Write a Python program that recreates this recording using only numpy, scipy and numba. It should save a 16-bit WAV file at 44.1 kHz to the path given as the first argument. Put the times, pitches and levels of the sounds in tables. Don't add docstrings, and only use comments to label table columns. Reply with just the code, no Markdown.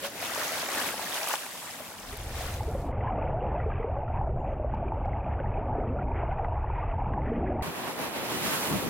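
import sys
import numpy as np
from scipy import signal
from scipy.fft import rfft, irfft, next_fast_len
from scipy.io import wavfile
from scipy.ndimage import uniform_filter1d
from numba import njit

SR = 44100
rng = np.random.default_rng(int(sys.argv[2]) if len(sys.argv) > 2 else 0)


def volts_from_decibels(level):
    exponent = np.asarray(level, float) / 20
    return 10 ** exponent


def bounce(signal):
    frames = np.transpose(np.atleast_2d(signal))
    limited = np.clip(frames, -1, 1)
    pcm = np.round(limited * 32767).astype(np.int16)
    wavfile.write(sys.argv[1], SR, pcm)


N = 392049
DIVE_S, UNDER_S, CUT_S = 1.93, 2.925, 7.622
JOIN_S = .002
STEP_S = .004


def along(table, hz):
    f, db = np.transpose(table)
    return np.interp(np.log(hz), np.log(f), db)


def level(x, db):
    return x * volts_from_decibels(db) / np.sqrt(np.mean(x ** 2) + 1e-30)


def tint(x, db_at):
    size = next_fast_len(x.shape[-1])
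    hz = np.maximum(np.arange(size // 2 + 1) * SR / size, 1)
    return irfft(rfft(x, size) * volts_from_decibels(db_at(hz)), size)[..., :x.shape[-1]]


def butter(x, order, hz, kind):
    return signal.sosfilt(signal.butter(order, hz, kind, fs=SR, output="sos"), x)


def walk(n, rate):
    k = int(SR / rate)
    held = np.repeat(rng.standard_normal(n // k + 1), k)
    return 0.81 * uniform_filter1d(uniform_filter1d(held, k), k)[:n]


def swells(t, table):
    s, db, rise, fall = (c[:, None] for c in np.transpose(table))
    bells = np.exp(-((t - s) / np.where(t < s, rise, fall)) ** 2)
    return 10 * np.log10(1 + np.sum(volts_from_decibels(2 * db) * bells, axis=0))


def fade_db(t, start, end, power):
    return 20 * power * np.log10(np.clip((t - start) / (end - start), .001, 1))


@njit
def add(out, start, pole, glide, onset, size):
    for k in range(len(start)):
        z, p, i, gap = 1. 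+ 0j, pole[k], start[k], 1.
        while abs(z) > .003 and i < out.shape[1]:
            z *= p
            p *= glide[k]
            gap *= onset[k]
            for c in range(out.shape[0]):
                out[c, i] += (z * size[c, k]).imag * (1 - gap) ** 2
            i += 1


def rings(n, s, hz, cycles, size, rise, soft):
    out, step = np.zeros((len(size), n)), hz / SR
    start = np.maximum(s * SR, 0).astype(np.int64)
    pole = np.exp(step * (2j * np.pi - np.log(1000) / cycles))
    glide = np.exp(2j * np.pi * rise * step ** 2 / cycles)
    add(out, start, pole, glide, np.exp(-step / soft), size + 0j)
    return out


def hits(n, table, cycles, rise, soft, trim_db):
    s, db, hz, pan_db = np.transpose(table)
    ports_db = db + trim_db + np.array([pan_db, -pan_db]) / 2
    return rings(n, s, hz, cycles, volts_from_decibels(ports_db), rise, soft)


def dive_rings(n, table, cycles, rise, soft, trim_db):
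    s, db, hz = np.transpose(table)
    return rings(n, s - DIVE_S, hz, cycles, volts_from_decibels([db + trim_db]), rise, soft)[0]


def water(t0, t1, colour, side, centres_hz, s, curves_db, mean_from):
    n = int((t1 - t0) * SR)
    part = slice(int((mean_from[0] - t0) * SR), int((mean_from[1] - t0) * SR))
    swell = np.array([np.interp(t0 + np.arange(n) / SR, s, c) for c in curves_db])
    swell -= 10 * np.log10(np.mean(volts_from_decibels(2 * swell[:, part]), axis=1, keepdims=True))

    def swell_db(hz, at):
        place = np.interp(np.log(hz), np.log(centres_hz), np.arange(len(centres_hz)))
        return sum(np.clip(1 - abs(place - k), 0, 1) * row[at] for k, row in enumerate(swell))

    def rush(db, patchy_db, flicker_db, flicker_rate, burst_db):
        size = next_fast_len(n)
        hz = np.maximum(np.arange(size // 2 + 1) * SR / size, 1)
        noise = rfft(rng.standard_normal((2, size))) * volts_from_decibels(along(colour, hz))
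        noise[1] *= volts_from_decibels(along(side, hz))
        out, shared = 0, walk(n, 3.6)
        burst = burst_db * walk(n, 28)
        for octave in np.arange(4, 14.6, .5):
            window = np.cos(np.pi * np.clip(np.log2(hz) - octave, -.5, .5)) ** 2
            before, shared = shared, walk(n, 4.8)
            wander = patchy_db * (before + shared) / np.sqrt(2)
            wander = wander + flicker_db * walk(n, flicker_rate) + burst
            band = irfft(noise * window, size)[:, :n]
            out = out + band * volts_from_decibels(swell_db(2 ** octave, slice(None)) + wander)
        return out * volts_from_decibels(db) / np.std(out[0, part])

    def bubbles(db, count, lo_hz, hi_hz, cycles, scatter_db, rise, soft):
        when, pitch, luck, turn, wide = rng.random((count, 5)).T
        loud_db = -scatter_db * np.log(.01 + luck)
        at = (when * n).astype(int)
        hz = np.broadcast_to(lo_hz, n)[at] * np.broadcast_to(hi_hz / lo_hz, n)[at] ** pitch
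        size = hz * volts_from_decibels(along(colour, hz) + swell_db(hz, at) + loud_db)
        bearing = volts_from_decibels(along(side, hz)) * np.sqrt(2 * wide) * np.exp(2j * np.pi * turn)
        out = rings(n, at / SR, hz, cycles, np.array([size, size * bearing]), rise, soft)
        return out * volts_from_decibels(db) / np.std(out[0, part])

    return n, rush, bubbles


def left_right(mid_side, pan):
    ports = np.array([mid_side[0] + mid_side[1], mid_side[0] - mid_side[1]])
    return tint(ports, lambda hz: np.outer([.5, -.5], along(pan, hz)))


# (frequency [Hz], density [dB per Hz])
HISS_COLOUR = [(2470, -28.5), (4200, -1), (6870, -6), (14900, -12), (16000, -16.5)]


def housing_hiss(n):
    noise = tint(rng.standard_normal(n), lambda hz: along(HISS_COLOUR, hz))
    return level(noise * volts_from_decibels(1.8 * walk(n, 150)), -94)


def distant_crackle(n):
    when, pitch, luck = rng.random((90, 3)).T
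    size = volts_from_decibels([-88 - 4 * np.log(.01 + luck)])
    return rings(n, when * n / SR, 4500 + 4000 * pitch, 5., size, rise=0, soft=.3)[0]


# (start [s], end [s], frequency [Hz], level [dB])
CLICK_TRAIN = (4, 5.5, 12998, -86)


def dolphin_clicks(n):
    start, end, hz, db = CLICK_TRAIN
    when, pitch = rng.random((60, 2)).T
    s = start + when * (end - start) - DIVE_S
    return rings(n, s, hz * (.9 + .2 * pitch), 40., volts_from_decibels([db + 0 * when]), rise=0, soft=3.)[0]


# (time [s], pitch [Hz], level [dB])
WHISTLE_CONTOURS = [
    [(4.13, 10109, -104), (4.29, 7750, -100), (4.404, 7169, -86), (4.47, 6800, -90), (4.5, 6400, -89),
     (4.54, 6200, -84), (4.55, 6317, -104)],
    [(4.545, 7200, -100), (4.565, 7300, -92), (4.58, 9000, -104)],
    [(4.85, 9900, -108), (4.912, 10523, -105), (4.95, 10000, -112), (4.98, 9700, -100), (5.05, 8600, -99),
     (5.075, 8300, -112), (5.11, 7950, -103), (5.17, 7400, -102), (5.19, 7300, -112)],
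    [(5.205, 7150, -100), (5.282, 6822, -95), (5.316, 5986, -95), (5.35, 5896, -98), (5.37, 6700, -90)],
]


def dolphin_whistles(n):
    t, out = DIVE_S + np.arange(n) / SR, np.zeros(n)
    for contour in WHISTLE_CONTOURS:
        s, hz, db = np.transpose(contour)
        tone = np.sin(2 * np.pi * np.cumsum(np.interp(t, s, hz)) / SR) * np.sqrt(2)
        gain = volts_from_decibels(np.interp(t, s, db) + 3.5 * walk(n, 30))
        out += tone * gain * (t > s[0]) * (t < s[-1])
    return out


# (time [s], level [dB])
NEAR_TICKS = [(3.267, -70), (3.5219, -76), (3.6621, -63), (3.7888, -74), (4.7201, -72), (4.7471, -53),
              (4.8284, -76), (4.9227, -66), (5.0559, -52), (5.4011, -73), (5.905, -81), (6.1544, -78),
              (6.2911, -71), (6.33, -58), (6.4148, -69), (6.4462, -57), (6.4871, -71), (6.6118, -85),
              (6.6258, -67), (6.7061, -81), (6.7934, -76.5), (7.0204, -64), (7.2933, -72), (7.3562, -71),
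              (7.4215, -73), (7.6086, -62)]


def near_ticks(n):
    s, db = np.transpose(NEAR_TICKS)
    return rings(n, s - DIVE_S, 4430 + 0 * s, 4.8, volts_from_decibels([db + 9]), rise=0, soft=.3)[0]


# (frequency [Hz], gain [dB])
FLOW_DIP = [(200, -0.5), (400, -2), (900, -2.5), (1300, 0)]


def housing_flow(rush, db):
    rumble = rush(db + 0.44, patchy_db=0.77, flicker_db=3.0, flicker_rate=16, burst_db=1.14)[0]
    return tint(rumble, lambda hz: along(FLOW_DIP, hz))


# (time [s], resonance [Hz])
CAVITY_PITCH = [(2.901, 578.5), (2.989, 810), (3.4, 586), (3.61, 765), (3.659, 490), (4.25, 767),
                (4.27, 637), (5.77, 694), (5.88, 516), (6.089, 720), (7.15, 781), (7.31, 541), (7.6, 721)]
# (time [s], level [dB], resonance [Hz])
AIR_GULPS = [(2.407, -29, 687), (2.606, -26, 823), (2.679, -24.5, 420), (2.749, -24, 540),
             (2.837, -33, 685), (2.98, -27.5, 789), (3.023, -28, 697), (3.094, -27, 778), (3.118, -25, 732),
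             (3.147, -32, 483), (3.418, -28.5, 470), (3.58, -30, 708), (3.625, -31, 721),
             (3.661, -17.5, 428), (3.798, -24.5, 448), (3.845, -29, 434), (3.875, -28, 507),
             (3.898, -26, 650), (3.984, -26, 570), (4.031, -25.5, 684), (4.1, -24, 694),
             (4.212, -20.5, 820), (4.272, -21.5, 640), (4.372, -25, 680), (4.413, -29.5, 804),
             (4.445, -25, 710), (4.524, -25.5, 572), (4.597, -24, 601), (4.645, -21.5, 573),
             (4.696, -30, 646), (4.737, -22, 860), (4.827, -24, 651), (4.92, -22, 846), (5.056, -20, 716),
             (5.08, -25.5, 773), (5.263, -25, 654), (5.383, -30, 634), (5.401, -26, 520),
             (5.538, -27.5, 670), (5.572, -27, 789), (5.751, -22.5, 682), (5.961, -26.5, 570),
             (6.018, -25, 693), (6.234, -21, 650), (6.29, -23, 666), (6.395, -20, 747), (6.445, -29, 784),
             (6.483, -24.5, 681), (6.642, -24.5, 858), (6.7, -25, 875), (6.99, -26, 786), (7.019, -21, 750),
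             (7.065, -26, 846), (7.115, -27.5, 767), (7.176, -22, 798), (7.198, -33, 512),
             (7.254, -27, 540), (7.317, -21, 438), (7.503, -21.5, 626), (7.594, -25, 800)]
# (time [s], level [dB], resonance [Hz])
BIG_GLUGS = [(2.127, -38, 397), (2.678, -22, 417), (3.66, -26, 433), (3.842, -22, 434), (4.287, -31.5, 357),
             (4.854, -31.5, 378), (5.579, -29.5, 396), (5.782, -26.5, 402), (5.897, -29.5, 245),
             (7.144, -35, 299), (7.289, -28, 220), (7.374, -26.5, 258)]
# (time [s], level [dB], resonance [Hz])
BUBBLE_PIPS = [(3.0062, -30, 1950), (3.073, -24, 1646), (3.5995, -25, 1370), (3.7183, -26.5, 1580),
               (3.829, -34, 2000), (4.0777, -29, 1340), (4.8817, -33.5, 2360), (5.1313, -29.5, 2070),
               (5.3903, -26.5, 1500), (5.54, -32, 2460), (5.987, -24.5, 1370), (6.3102, -27, 1480),
               (6.4431, -24, 1226), (6.826, -21, 1150), (7.1355, -27, 1620), (7.261, -30, 1775),
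               (7.4745, -26, 1940)]
# (time [s], level [dB], resonance [Hz])
WALL_PINGS = [(2.925, -36.5, 2040), (3.0066, -39, 2180), (3.5997, -30, 1890), (3.8307, -39, 2050),
              (4.0787, -42.5, 1870), (4.4613, -43.5, 2470), (4.8847, -42, 2400), (5.047, -35.5, 2150),
              (5.1323, -38.5, 1990), (5.243, -38, 2390), (5.4575, -36, 1800), (5.5407, -41, 2450),
              (5.5748, -36, 2360), (5.8037, -40, 2090), (5.889, -39, 2560), (6.0068, -44, 2450),
              (6.117, -37.5, 2370), (6.1604, -35.5, 2170), (6.2492, -38, 2120), (6.2777, -38, 2140),
              (6.3191, -33, 2070), (6.3714, -49, 2220), (6.446, -32, 1930), (6.712, -41, 2460),
              (6.8005, -36, 1890), (7.0015, -40, 2250), (7.0554, -41, 2270), (7.136, -37, 1840),
              (7.2175, -41, 2140), (7.2794, -32, 1830), (7.3497, -35, 1920), (7.4744, -37, 2040),
              (7.5518, -42, 2020), (7.6091, -35, 1910)]
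# (time [s], level [dB], resonance [Hz])
POCKET_SNAPS = [
    (3.83, -37, 1500),
    (5.056, -36, 1300),
    (5.401, -31, 1490),
    (5.801, -37, 1600),
    (6.446, -27.5, 1190),
    (7.136, -33, 1580),
]


def trapped_air(n, bubbles, db):
    spread = 1.3
    hz = np.interp(DIVE_S + np.arange(n) / SR, *np.transpose(CAVITY_PITCH))
    air = bubbles(db - 9.5, count=600, lo_hz=hz / spread, hi_hz=hz * spread, cycles=44,
                  scatter_db=2.5, rise=.3, soft=2)[0]
    air += bubbles(db - 22.5, count=1500, lo_hz=1050, hi_hz=3200, cycles=32,
                   scatter_db=2.2, rise=.12, soft=2.5)[0]
    air += dive_rings(n, AIR_GULPS, cycles=30., rise=0.18, soft=0.43, trim_db=2.5)
    air += dive_rings(n, BIG_GLUGS, cycles=35., rise=0.34, soft=0.78, trim_db=3.5)
    air += dive_rings(n, BUBBLE_PIPS, cycles=33., rise=0.073, soft=2.4, trim_db=1.0)
    air += dive_rings(n, WALL_PINGS, cycles=26., rise=.06, soft=2.8, trim_db=8.0)
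    air += dive_rings(n, POCKET_SNAPS, cycles=5.4, rise=.2, soft=0.15, trim_db=7.5)
    return butter(air, 8, 3200, "low")


def ride_gain(flow, db):
    power = uniform_filter1d(uniform_filter1d(flow ** 2, 900), 900)
    return flow * np.maximum(power / volts_from_decibels(2 * db), 1) ** -.25


# (time [s], amount [dB], fine against coarse bubbles [dB])
DRAGGED_AIR = [(2.85, -35.5, -13.5), (3.08, -31, -15), (3.4, -31.5, -18), (3.62, -31.5, -16),
               (3.95, -33, -16.5), (4.25, -31.5, -23.5), (4.6, -36.5, -15.5), (4.9, -34, -17),
               (5.4, -36, -13.5), (5.75, -31, -18.5), (5.92, -35.5, -15.5), (6.3, -31, -17.5),
               (6.65, -33, -15.5), (6.85, -34, -13), (7.1, -34.5, -13), (7.6, -32.5, -15.5)]
# (peak [s], level [dB], rise [s], fall [s])
SWELL_SURGES = [
    (2.979, 7.5, 0.52, .3),
    (3.25, 9, .08, .08),
    (3.599, 6, 0.22, 0.19),
    (4.75, 8, 0.48, 0.45),
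    (5.45, 7, .1, 0.093),
    (5.9, 11, 0.27, 0.18),
    (6.1, 10, .06, .06),
    (7.402, 19.5, .2, 0.21),
]
# (peak [s], level [dB], half length [s])
FROTH_CLOUDS = [(3.062, 1, .05), (3.248, 3.5, 0.079), (3.42, 1, 0.077), (3.603, 4, 0.054),
                (3.757, 5.5, 0.053), (3.96, -5.5, 0.027), (4.162, 7.5, 0.038), (4.485, 3.5, .04),
                (4.743, 2.5, 0.055), (4.879, -1, .03), (5.045, 1.5, 0.013), (5.257, 0.5, 0.022),
                (5.328, 7, .02), (5.558, 0.5, 0.057), (5.882, 1.5, .04), (6.01, 3.5, 0.016),
                (6.18, 9, 0.037), (6.319, 3.5, 0.027), (6.389, 5, 0.013), (6.595, 1.5, .03),
                (6.78, 4.5, 0.045), (6.905, 5, 0.018), (7.276, 5, 0.036), (7.382, 5.5, 0.034),
                (7.487, 2.5, 0.04)]
# (frequency [Hz], density [dB per Hz])
DIVE_SPECTRUM = [(11, -26.5), (18, -4), (69, 2), (128, -5), (160, -12), (238, -12.5), (303, -13),
                 (440, -14.5), (748, -14.5), (932, -15.5), (1020, -22.5), (1330, -31.5), (1850, -38),
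                 (2400, -38), (2810, -46), (3500, -61.5), (4550, -90), (7700, -120)]


def under_water():
    db = -29.5
    s = np.arange(DIVE_S, CUT_S, STEP_S)
    when, air_db, fine_db = np.transpose(DRAGGED_AIR)
    surge = swells(s, SWELL_SURGES)
    coarse, fine = np.interp(s, when, air_db), np.interp(s, when, air_db + fine_db)
    fine += swells(s, np.array(FROTH_CLOUDS)[:, [0, 1, 2, 2]])
    curves = np.array([-0.13 * surge, .05 * surge, surge, coarse + 0.2 * surge, coarse, fine])
    curves += fade_db(s, DIVE_S, UNDER_S, 1)
    mono = [(20, -120), (20000, -120)]
    n, rush, bubbles = water(DIVE_S, CUT_S + JOIN_S, DIVE_SPECTRUM, mono,
                             [60, 140, 250, 450, 800, 2000], s, curves, (3.0, 7.6))
    flow = ride_gain(trapped_air(n, bubbles, db) + housing_flow(rush, db), db)
    ticks = near_ticks(n) + distant_crackle(n) + dolphin_clicks(n)
    t = np.arange(n) / SR
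    ends = np.clip(np.minimum(t / .2, t[::-1] / .0005), 0, 1)
    return ends * (flow + ticks + housing_hiss(n) + dolphin_whistles(n))


# (time [s], level [dB], frequency [Hz], left minus right [dB])
WIND_THUMPS = [
    (8.727, -27.5, 167, -6),
    (8.859, -27, 155, -5),
]


def wind_thumps(n):
    table = np.subtract(WIND_THUMPS, [CUT_S, 0, 0, 0])
    return hits(n, table, cycles=17.0, rise=0.14, soft=1.2, trim_db=4.5)


# (frequency [Hz], density [dB per Hz])
HULL_SPECTRUM = [(15, -60), (25, -18), (102, -1.5), (241, 2), (449, -1), (710, -3), (1060, -3.5),
                 (1280, -7.5), (2520, -12), (4820, -20), (8270, -22), (11100, -17.5), (15800, -22)]
# (frequency [Hz], side minus mid [dB])
HULL_WIDTH = [(60, -6), (110, -7), (200, -2.5), (380, -5.5), (700, -7.5), (1290, -4), (2380, 1.5),
              (4400, 4.5), (8120, 4), (15000, -2)]
# (frequency [Hz], left minus right [dB])
HULL_BALANCE = [(60, -2), (110, -0.5), (200, 2), (380, -0.9), (700, -0.5), (1290, 0), (2380, -2.0),
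                (4400, -2.2), (8120, -2.0), (15000, -1.5)]
# (peak [s], level [dB], rise [s], fall [s])
FOAM_SURGES = [
    (8.0, -4, 0.1, 0.27),
    (8.56, 8.5, 0.22, 0.28),
]
FOAM_FOLLOW = (0.17, 0.58, 1.13)
# (peak [s], level [dB], rise [s], fall [s])
WIND_GUSTS = [
    (7.7, 8, .03, 0.016),
    (8.4, 1.5, 0.11, 0.18),
    (8.75, 15.5, 0.037, 0.029),
    (8.865, 12, 0.029, 0.028),
]


def hull_wash():
    db = -36
    s = np.arange(CUT_S, N / SR, STEP_S)
    curves = [swells(s, WIND_GUSTS), *np.outer(FOAM_FOLLOW, swells(s, FOAM_SURGES))]
    n, rush, bubbles = water(CUT_S, (N + 2) / SR, HULL_SPECTRUM, HULL_WIDTH,
                             [170, 700, 2500, 8500], s, curves, (7.64, 8.89))
    foam = rush(db + 2.5, patchy_db=1.5, flicker_db=1.0, flicker_rate=20.34, burst_db=2.34)
    foam += bubbles(db - 8, count=1500, lo_hz=300, hi_hz=4000, cycles=20, scatter_db=2, rise=.25, soft=1.2)
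    foam += bubbles(db - 14, count=3000, lo_hz=4000, hi_hz=15000, cycles=14, scatter_db=2, rise=.1, soft=.8)
    return butter(left_right(foam, HULL_BALANCE) + wind_thumps(n), 2, 45, "high")


# (time [s], level [dB], frequency [Hz], left minus right [dB])
SPRAY_DROPS = [(0.0248, -28, 11200, -2.0), (0.2244, -29, 4270, -1.0), (0.269, -25, 7310, -2.0),
               (0.349, -17.5, 6090, 0.0), (0.4449, -22, 6410, -1.5), (0.704, -32, 9120, 1.5),
               (0.8367, -27, 4240, -1.5), (0.9697, -30, 5020, 0.5), (1.0904, -26, 7460, -1.5),
               (1.142, -22, 9170, -2.0), (1.2321, -19, 5700, -4.5), (1.2885, -14, 10900, -8),
               (1.331, -19.5, 6120, -7), (1.4636, -31, 11300, -0.5), (1.508, -32, 4160, -2.0),
               (2.173, -23, 12500, -1.5), (2.5412, -27.5, 6090, -1.5), (2.633, -36, 5060, -4)]
# (time [s], level [dB], frequency [Hz], left minus right [dB])
WATER_SLAPS = [(0.028, -29, 510, -6), (0.155, -32, 666, 1.5), (0.226, -25, 685, 4), (0.377, -22, 580, -0.5),
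               (0.742, -26, 866, 7), (0.841, -22, 990, 6), (0.995, -21.5, 750, 5), (1.273, -23.5, 1170, 2),
               (1.312, -23, 1550, 11.5), (1.338, -14.5, 845, -0.5), (1.465, -28.5, 845, 4.5),
               (1.553, -31, 1020, 2.5), (1.804, -30.5, 600, -0.5), (1.941, -38, 920, 11)]
# (time [s], level [dB], frequency [Hz], left minus right [dB])
CREST_POCKETS = [(0.399, -24, 580, 2.5), (0.519, -21.5, 615, -1), (0.629, -26, 710, 1.5),
                 (0.689, -23, 760, 6), (0.759, -19, 1520, 1.5), (0.776, -21, 1730, 2.0),
                 (0.786, -22, 1570, 2.5), (0.889, -17, 2090, 3.5), (0.941, -22, 708, 6),
                 (1.159, -25, 1970, 2.0), (1.224, -23, 821, 1.0)]
# (time [s], level [dB], frequency [Hz], left minus right [dB])
HOLLOW_KNOCK = [
    (0.036, -27.5, 560, 0),
    (0.045, -28.5, 3150, -7),
    (0.038, -32, 2900, -2),
]
# (time [s], level [dB], frequency [Hz], left minus right [dB])
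FLAT_SMACK = [
    (1.34, -5.5, 1166, -0.5),
]


def crest_blows(n):
    cracks = np.multiply(WATER_SLAPS, [0.88, 2.8, 4.3, 1])
    blows = hits(n, SPRAY_DROPS, cycles=13, rise=.1, soft=0.19, trim_db=2.5)
    blows += hits(n, WATER_SLAPS, cycles=21.9, rise=0.15, soft=0.055, trim_db=-2.0)
    blows += hits(n, cracks, cycles=6.7, rise=.1, soft=.2, trim_db=-2.0)
    blows += hits(n, CREST_POCKETS, cycles=10.0, rise=0.17, soft=.3, trim_db=1.5)
    blows += hits(n, HOLLOW_KNOCK, cycles=96, rise=0.043, soft=3.4, trim_db=1.5)
    blows += hits(n, FLAT_SMACK, cycles=3.3, rise=.2, soft=0.31, trim_db=3.0)
    return butter(blows, 2, 350, "high")


# (frequency [Hz], density [dB per Hz])
BOW_SPECTRUM = [(15, -59.5), (25, -26), (102, -8), (137, -8), (284, -1), (352, -3.5), (414, -5),
                (473, -4.5), (604, -1), (1820, -4), (4690, -11.5), (10800, -13.5), (15800, -17)]
# (frequency [Hz], side minus mid [dB])
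BOW_WIDTH = [(60, -7.5), (110, -4.5), (200, -8.5), (380, -12), (700, -13), (1290, -7), (2380, -2),
             (4400, 0.5), (8120, -1.5), (15000, 1)]
# (frequency [Hz], left minus right [dB])
BOW_BALANCE = [(60, 6), (110, -6), (200, -1), (380, -2.5), (700, 1.5), (1290, -1.5), (2380, -1),
               (4400, -1.5), (8120, -4.5), (15000, -3.5)]
# (peak [s], level over the wash [dB], rise [s], fall [s])
BREAKING_CRESTS = [(0.055, 9.5, 0.017, 0.02), (0.25, 9, 0.052, 0.22), (0.4, 10, 0.055, 0.27),
                   (0.6, 5.5, 0.042, 0.093), (0.788, 13, 0.08, 0.071), (0.885, 7.5, 0.061, 0.044),
                   (1.05, 7.5, 0.13, 0.11), (1.16, 12, 0.038, 0.031), (1.24, 10, 0.041, 0.011),
                   (1.33, 14, 0.069, 0.025), (1.39, 4.5, 0.028, 0.077), (1.67, 0.5, 0.063, .1),
                   (2.17, -2, .08, 0.16), (2.439, 8.5, 0.086, 0.12)]
CREST_FOLLOW = (0.1, 0.91, 1.08, 0.86)
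# (time [s], loss [dB], rise [s], fall [s])
BOW_LIFT = [
    (1.35, 9.5, 0.2, .22),
]


def bow_wave():
    db, lean_db = -36, 2.5
    s = np.arange(0, UNDER_S, STEP_S)
    curves = np.outer(CREST_FOLLOW, swells(s, BREAKING_CRESTS)) + fade_db(s, UNDER_S, DIVE_S, 0.69)
    curves[0] -= swells(s, BOW_LIFT)
    n, rush, bubbles = water(0, UNDER_S, BOW_SPECTRUM, BOW_WIDTH,
                             [110, 600, 2500, 8500], s, curves, (0, 2.0))
    foam = rush(db - 2.5, patchy_db=1.74, flicker_db=1.05, flicker_rate=27, burst_db=1.44)
    foam += bubbles(db - 4, count=3500, lo_hz=400, hi_hz=3500, cycles=24, scatter_db=2.5, rise=.3, soft=1.2)
    foam += bubbles(db - 8.5, count=5000, lo_hz=3500, hi_hz=15000, cycles=14, scatter_db=3, rise=.1, soft=.8)
    wave = left_right(foam, BOW_BALANCE) * volts_from_decibels(np.array([[lean_db], [-lean_db]]) / 2)
    return butter(wave + crest_blows(n), 2, 40, "high")


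def scene():
    out, t = np.zeros((2, N)), np.arange(N) / SR
    join = np.clip((t - CUT_S) / JOIN_S, 0, 1)
    parts = ((0, bow_wave(), 1),
             (DIVE_S, under_water(), np.sqrt(1 - join)),
             (CUT_S, hull_wash(), np.sqrt(join)))
    for s, part, gain in parts:
        out += gain * np.pad(np.atleast_2d(part), ((0, 0), (int(s * SR), N)))[:, :N]
    return out


def low_pass(x):
    return signal.sosfilt(signal.butter(12, 17010, fs=SR, output="sos"), x)


def record(dry):
    top_cut = signal.ellip(10, .2, 80, 15850, fs=SR, output="sos")
    mix = signal.sosfilt(top_cut, dry)
    return low_pass(mix)


dry = scene()
out = record(dry)
bounce(out)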